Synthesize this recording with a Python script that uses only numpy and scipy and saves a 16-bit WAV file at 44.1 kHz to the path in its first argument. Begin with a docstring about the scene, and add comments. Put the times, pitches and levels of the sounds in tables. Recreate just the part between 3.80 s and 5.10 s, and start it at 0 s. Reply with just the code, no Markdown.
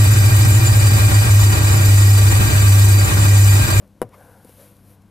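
"""A dull knock with two quick rebounds and a short low twang, amid soft rubbing in a quiet, humming room.
A rubber band stretched along a cardboard box slips off a plastic stick and slaps the lid: the stick
clicks, the box rings and the band swings, sinking in pitch. Then the stick scrapes and slides under the
band while fingers brush and tap the cardboard. Everything sits close and a little to the left."""
import sys
import numpy as np
from scipy import signal
from scipy.fft import rfft, irfft
from scipy.io import wavfile
from scipy.ndimage import uniform_filter1d

SR = 44100
rng = np.random.default_rng(int(sys.argv[2]) if len(sys.argv) > 2 else 0)


def transcribe(signal):
    """Save signal, clipped to [-1, 1], as a 16-bit WAV file at the path in sys.argv[1]."""
    frames = np.atleast_2d(signal).T
    limited = np.clip(frames, -1, 1)
    pcm = np.round(limited * 32767).astype(np.int16)
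    wavfile.write(sys.argv[1], SR, pcm)


N = 57330

# Room tone. Each row: frequency in Hz, relative level in dB.
ROOM_TONE_EQ = [(20, -16), (55, 4.5), (80, 0), (140, 2.5), (220, -1), (300, -4), (400, -11.5), (530, -15),
                (950, -17), (1300, -24.5), (3500, -29.5), (7000, -32.5), (12500, -33), (14200, -39),
                (15000, -58)]
# The hum. Each entry: level of one harmonic in dB, lowest first.
HUM_HARMONICS = [-55.5, -61, -67]

# Fader moves for the four friction layers. Each row: time in seconds, level in dB.
RUB_FADER = [(0, -59.5), (.03, -52), (.11, -71.5), (.31, -58), (.4, -55.5), (.6, -59.5), (.75, -66),
             (.815, -50.5), (.9, -58.5), (1.0, -70), (1.11, -59), (1.18, -70), (1.3, -94)]  # fingers rub the lid
BRUSH_FADER = [(0, -69.5), (.16, -78), (.31, -72), (.35, -61.5), (.43, -60.5), (.62, -63), (.7, -55),
               (.75, -57.5), (.81, -51.5), (.89, -57), (.95, -62.5), (1.02, -65.5), (1.11, -57.5),
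               (1.145, -62), (1.18, -75.5), (1.3, -76.5)]  # skin and plastic brush the cardboard
SCRAPE_FADER = [(.30, -74), (.325, -55.5), (.345, -46.5), (.375, -70), (.44, -70)]  # the stick catches with a dry scrape
SLIDE_FADER = [(.33, -74), (.38, -53), (.415, -51), (.53, -54.5), (.61, -58), (.67, -58.5), (.76, -68)]  # then slides along under the band
# Tone of the same four layers. Each row: frequency in Hz, relative level in dB.
RUB_EQ = [(200, -14), (330, -3), (410, -6), (520, 7.5), (640, -2), (850, -9.5), (1270, -14.5), (1520, -13),
          (1900, -22.5), (3200, -25.5), (8000, -46)]
BRUSH_EQ = [(800, -5), (2500, -2.5), (5000, -6), (7800, -6), (9500, 1), (11000, 4), (13000, 3), (14200, -7),
            (15000, -56)]
SCRAPE_EQ = [(400, -7.5), (800, -6.5), (1100, 1), (1500, -14.5), (2200, -9.5), (2700, -20), (8000, -31.5)]
SLIDE_EQ = [(380, -16), (490, 9.5), (580, -6), (720, 3), (1020, -1.5), (1270, -14), (1430, 0.5), (1600, -1),
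            (1800, -14), (2300, -19.5), (3200, -30), (8000, -26)]

# Handling ticks. Each row: start in seconds, level in dB before the shared trim.
HANDLING_TICKS = [(0.0767, -50), (0.291, -46.5), (0.967, -44.5), (1.2202, -49.5)]
# Bright crackle of ticks and hits. Each row: frequency in Hz, relative level in dB.
CRACKLE_EQ = [(1500, -23), (3500, -5.5), (6500, -10), (9000, -7), (10500, -2), (12500, -4.5), (14200, -8),
              (15000, -33)]

# Hits on the box. Each row: start in seconds, thud gain in dB, click gain in dB, thud cutoff in Hz.
BAND_SLAPS = [(.2171, 1, 2, 1204), (0.2253, -9, -4, 1620), (0.2302, -18, -15, 1710)]  # the band lands and rebounds twice
LIGHT_TAPS = [(0.6475, -25, -16, 417), (0.6511, -16.5, -45, 224), (.6935, -30.5, -18, 606)]  # stick and fingers
# Resonances of box and stick. Each row: frequency in Hz, level in dB, time to fall 60 dB in seconds.
BOX_MODES = [(246, -24, 0.025), (342, -20.5, 0.038), (424, -11.5, 0.023), (489, -16, 0.043),
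             (633.5, -21.5, 0.042), (747, -27.5, 0.063), (942, -18.5, 0.027), (1117, -29, 0.052),
             (1312, -22, 0.018), (1480, -27, 0.034), (1740, -31, 0.031), (1930, -34, 0.034),
             (2904, -24, 0.023)]
STICK_MODES = [(3850, -45.5, 0.013), (5030, -33.5, 0.0038), (7780, -43, 0.015), (10530, -19.5, 0.0033),
               (10760, -39, 0.0021), (13300, -40, .004), (14100, -30, 0.0053)]
# The room's short tail after a hit. Each row: frequency in Hz, relative level in dB.
ROOM_TAIL_EQ = [(100, -2), (170, 12), (300, 5.5), (500, 9.5), (680, -7), (950, -4), (1400, -15),
                (2200, -12), (4000, -30), (15000, -39)]
# The band's harmonics, lowest first. Each row: level in dB, time to fall 60 dB in seconds.
BAND_HARMONICS = [(-18.5, 0.14), (-33, 0.066), (-40, 0.063), (-34.5, 0.1)]


def undb(db):
    """Decibels to gain."""
    return 10 ** (np.asarray(db) / 20)


def since(start):
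    """Seconds since a moment, zero before it."""
    return np.maximum(np.arange(N) / SR - start, 0)


def fade(age, t60):
    """Exponential decay of 60 dB in t60 seconds, silent before the start."""
    return (age > 0) * np.exp(-np.log(1000) * age / t60)


def equalise(x, eq):
    """Shape a signal with an EQ curve and bring it to rms 1."""
    hz, db = np.array(eq).T
    log_hz = np.log(np.fft.rfftfreq(N, 1 / SR) + 1)
    shaped = irfft(rfft(x) * undb(np.interp(log_hz, np.log(hz), db)), N)
    return shaped / np.std(shaped)


def noise(eq):
    """Coloured noise of rms 1."""
    return equalise(rng.standard_normal(N), eq)


def wander(rate_hz):
    """Slow random modulation with a spread of 1."""
    hold = int(SR / rate_hz)
    steps = np.repeat(rng.standard_normal(N // hold + 1), hold)
    smooth = uniform_filter1d(steps, hold)[:N]
    return smooth / np.std(smooth)


def room_bed(hum_hz=98, drift=.015, waver_db=1.6):
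    """Soft room tone under a low hum that wavers in pitch and level."""
    phase = 2 * np.pi * np.cumsum(hum_hz * (1 + drift * wander(18))) / SR
    hum = sum(undb(db + waver_db * wander(12.92)) * np.sin(k * phase + rng.uniform(0, 2 * np.pi))
              for k, db in enumerate(HUM_HARMONICS, 1))
    return np.sqrt(2) * hum + undb(-55) * noise(ROOM_TONE_EQ)


def friction(fader, eq, grit=.55, catches_per_s=2200, spread_db=1.8):
    """Sliding surfaces: dense tiny catches of uneven size over a smooth hiss."""
    fires = rng.random(N) < catches_per_s / SR
    catches = fires * undb(spread_db * rng.exponential(size=N)) * rng.choice([-1, 1], N)
    texture = grit * catches / np.std(catches) + rng.standard_normal(N)
    level = undb(np.interp(since(0), *np.array(fader).T))
    return level * equalise(texture, eq)


def cardboard_rustle():
    """Scraping, sliding and rubbing sound through the box; brushing its surface hisses."""
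    scrape = friction(SCRAPE_FADER, SCRAPE_EQ)
    slide = friction(SLIDE_FADER, SLIDE_EQ)
    rub = friction(RUB_FADER, RUB_EQ)
    brush = friction(BRUSH_FADER, BRUSH_EQ, grit=.45)
    return scrape + slide + rub + brush


def finger_ticks(trim_db=-8):
    """Tiny bright ticks as the fingers shift on the stick."""
    bursts = sum(undb(db + trim_db) * fade(since(start), t60=.016) for start, db in HANDLING_TICKS)
    return bursts * noise(CRACKLE_EQ)


def ring(modes, age, attack_s=.00015):
    """Damped resonances set moving by a short push."""
    push = 1 - np.exp(-age / attack_s)
    return -push * sum(undb(db) * fade(age, t60) * np.cos(2 * np.pi * hz * age) for hz, db, t60 in modes)


def box_hit(start, thud_db, click_db, cutoff_hz, room_attack_s=.0062):
    """One contact: the stick clicks, the box rings (duller for a soft touch), the room answers briefly."""
    age = since(start)
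    room_tail = noise(ROOM_TAIL_EQ) * fade(age, t60=.17) * (1 - np.exp(-age / room_attack_s))
    body = ring(BOX_MODES, age) + undb(-31.5) * room_tail
    softness = signal.butter(2, cutoff_hz, fs=SR, output="sos")
    low_cut = signal.butter(1, 125, "highpass", fs=SR, output="sos")  # the box radiates little bass
    thud = signal.sosfilt(np.vstack([softness, low_cut]), body)
    crackle = noise(CRACKLE_EQ) * (fade(age, t60=.0054) + undb(-20.5) * fade(age, t60=.079))
    click = ring(STICK_MODES, age) + undb(-32) * crackle
    return undb(thud_db) * thud + undb(click_db) * click


def band_twang(rest_hz=106, sharp_share=.575, settle_s=.0195, attack_s=.038, lid_hz=24):
    """Clear of the lid, the band swings briefly, starting sharp and sinking; the lid heaves under it."""
    age = since(BAND_SLAPS[0][0])
    phase = 2 * np.pi * rest_hz * (age + sharp_share * settle_s * (1 - np.exp(-age / settle_s)))
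    band = sum(undb(db) * fade(age, t60) * np.sin(k * phase)
               for k, (db, t60) in enumerate(BAND_HARMONICS, 1))
    swell = 1 - np.exp(-(age / attack_s) ** 2)
    lid_heave = undb(-28) * fade(age, t60=.055) * np.sin(2 * np.pi * lid_hz * age)
    return swell * band + lid_heave


def pan(x, left_db):
    """Mono to stereo, with the left channel left_db above the right."""
    return x * undb(np.array([[left_db], [-left_db]]) / 2)


def scene():
    """The knock up front and the quiet handling around it, all a little to the left."""
    knock = sum(box_hit(*slap) for slap in BAND_SLAPS) + band_twang()
    taps = sum(box_hit(*tap) for tap in LIGHT_TAPS)
    quiet = taps + cardboard_rustle() + room_bed() + finger_ticks()
    return pan(knock, left_db=4.2) + pan(quiet, left_db=3.45)


def record(dry):
    """A steep high cut at 14.6 kHz takes the very top off the mix."""
    return signal.sosfilt(signal.ellip(8, .2, 70, 14600, fs=SR, output="sos"), dry)


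dry = scene()
out = record(dry)
transcribe(out)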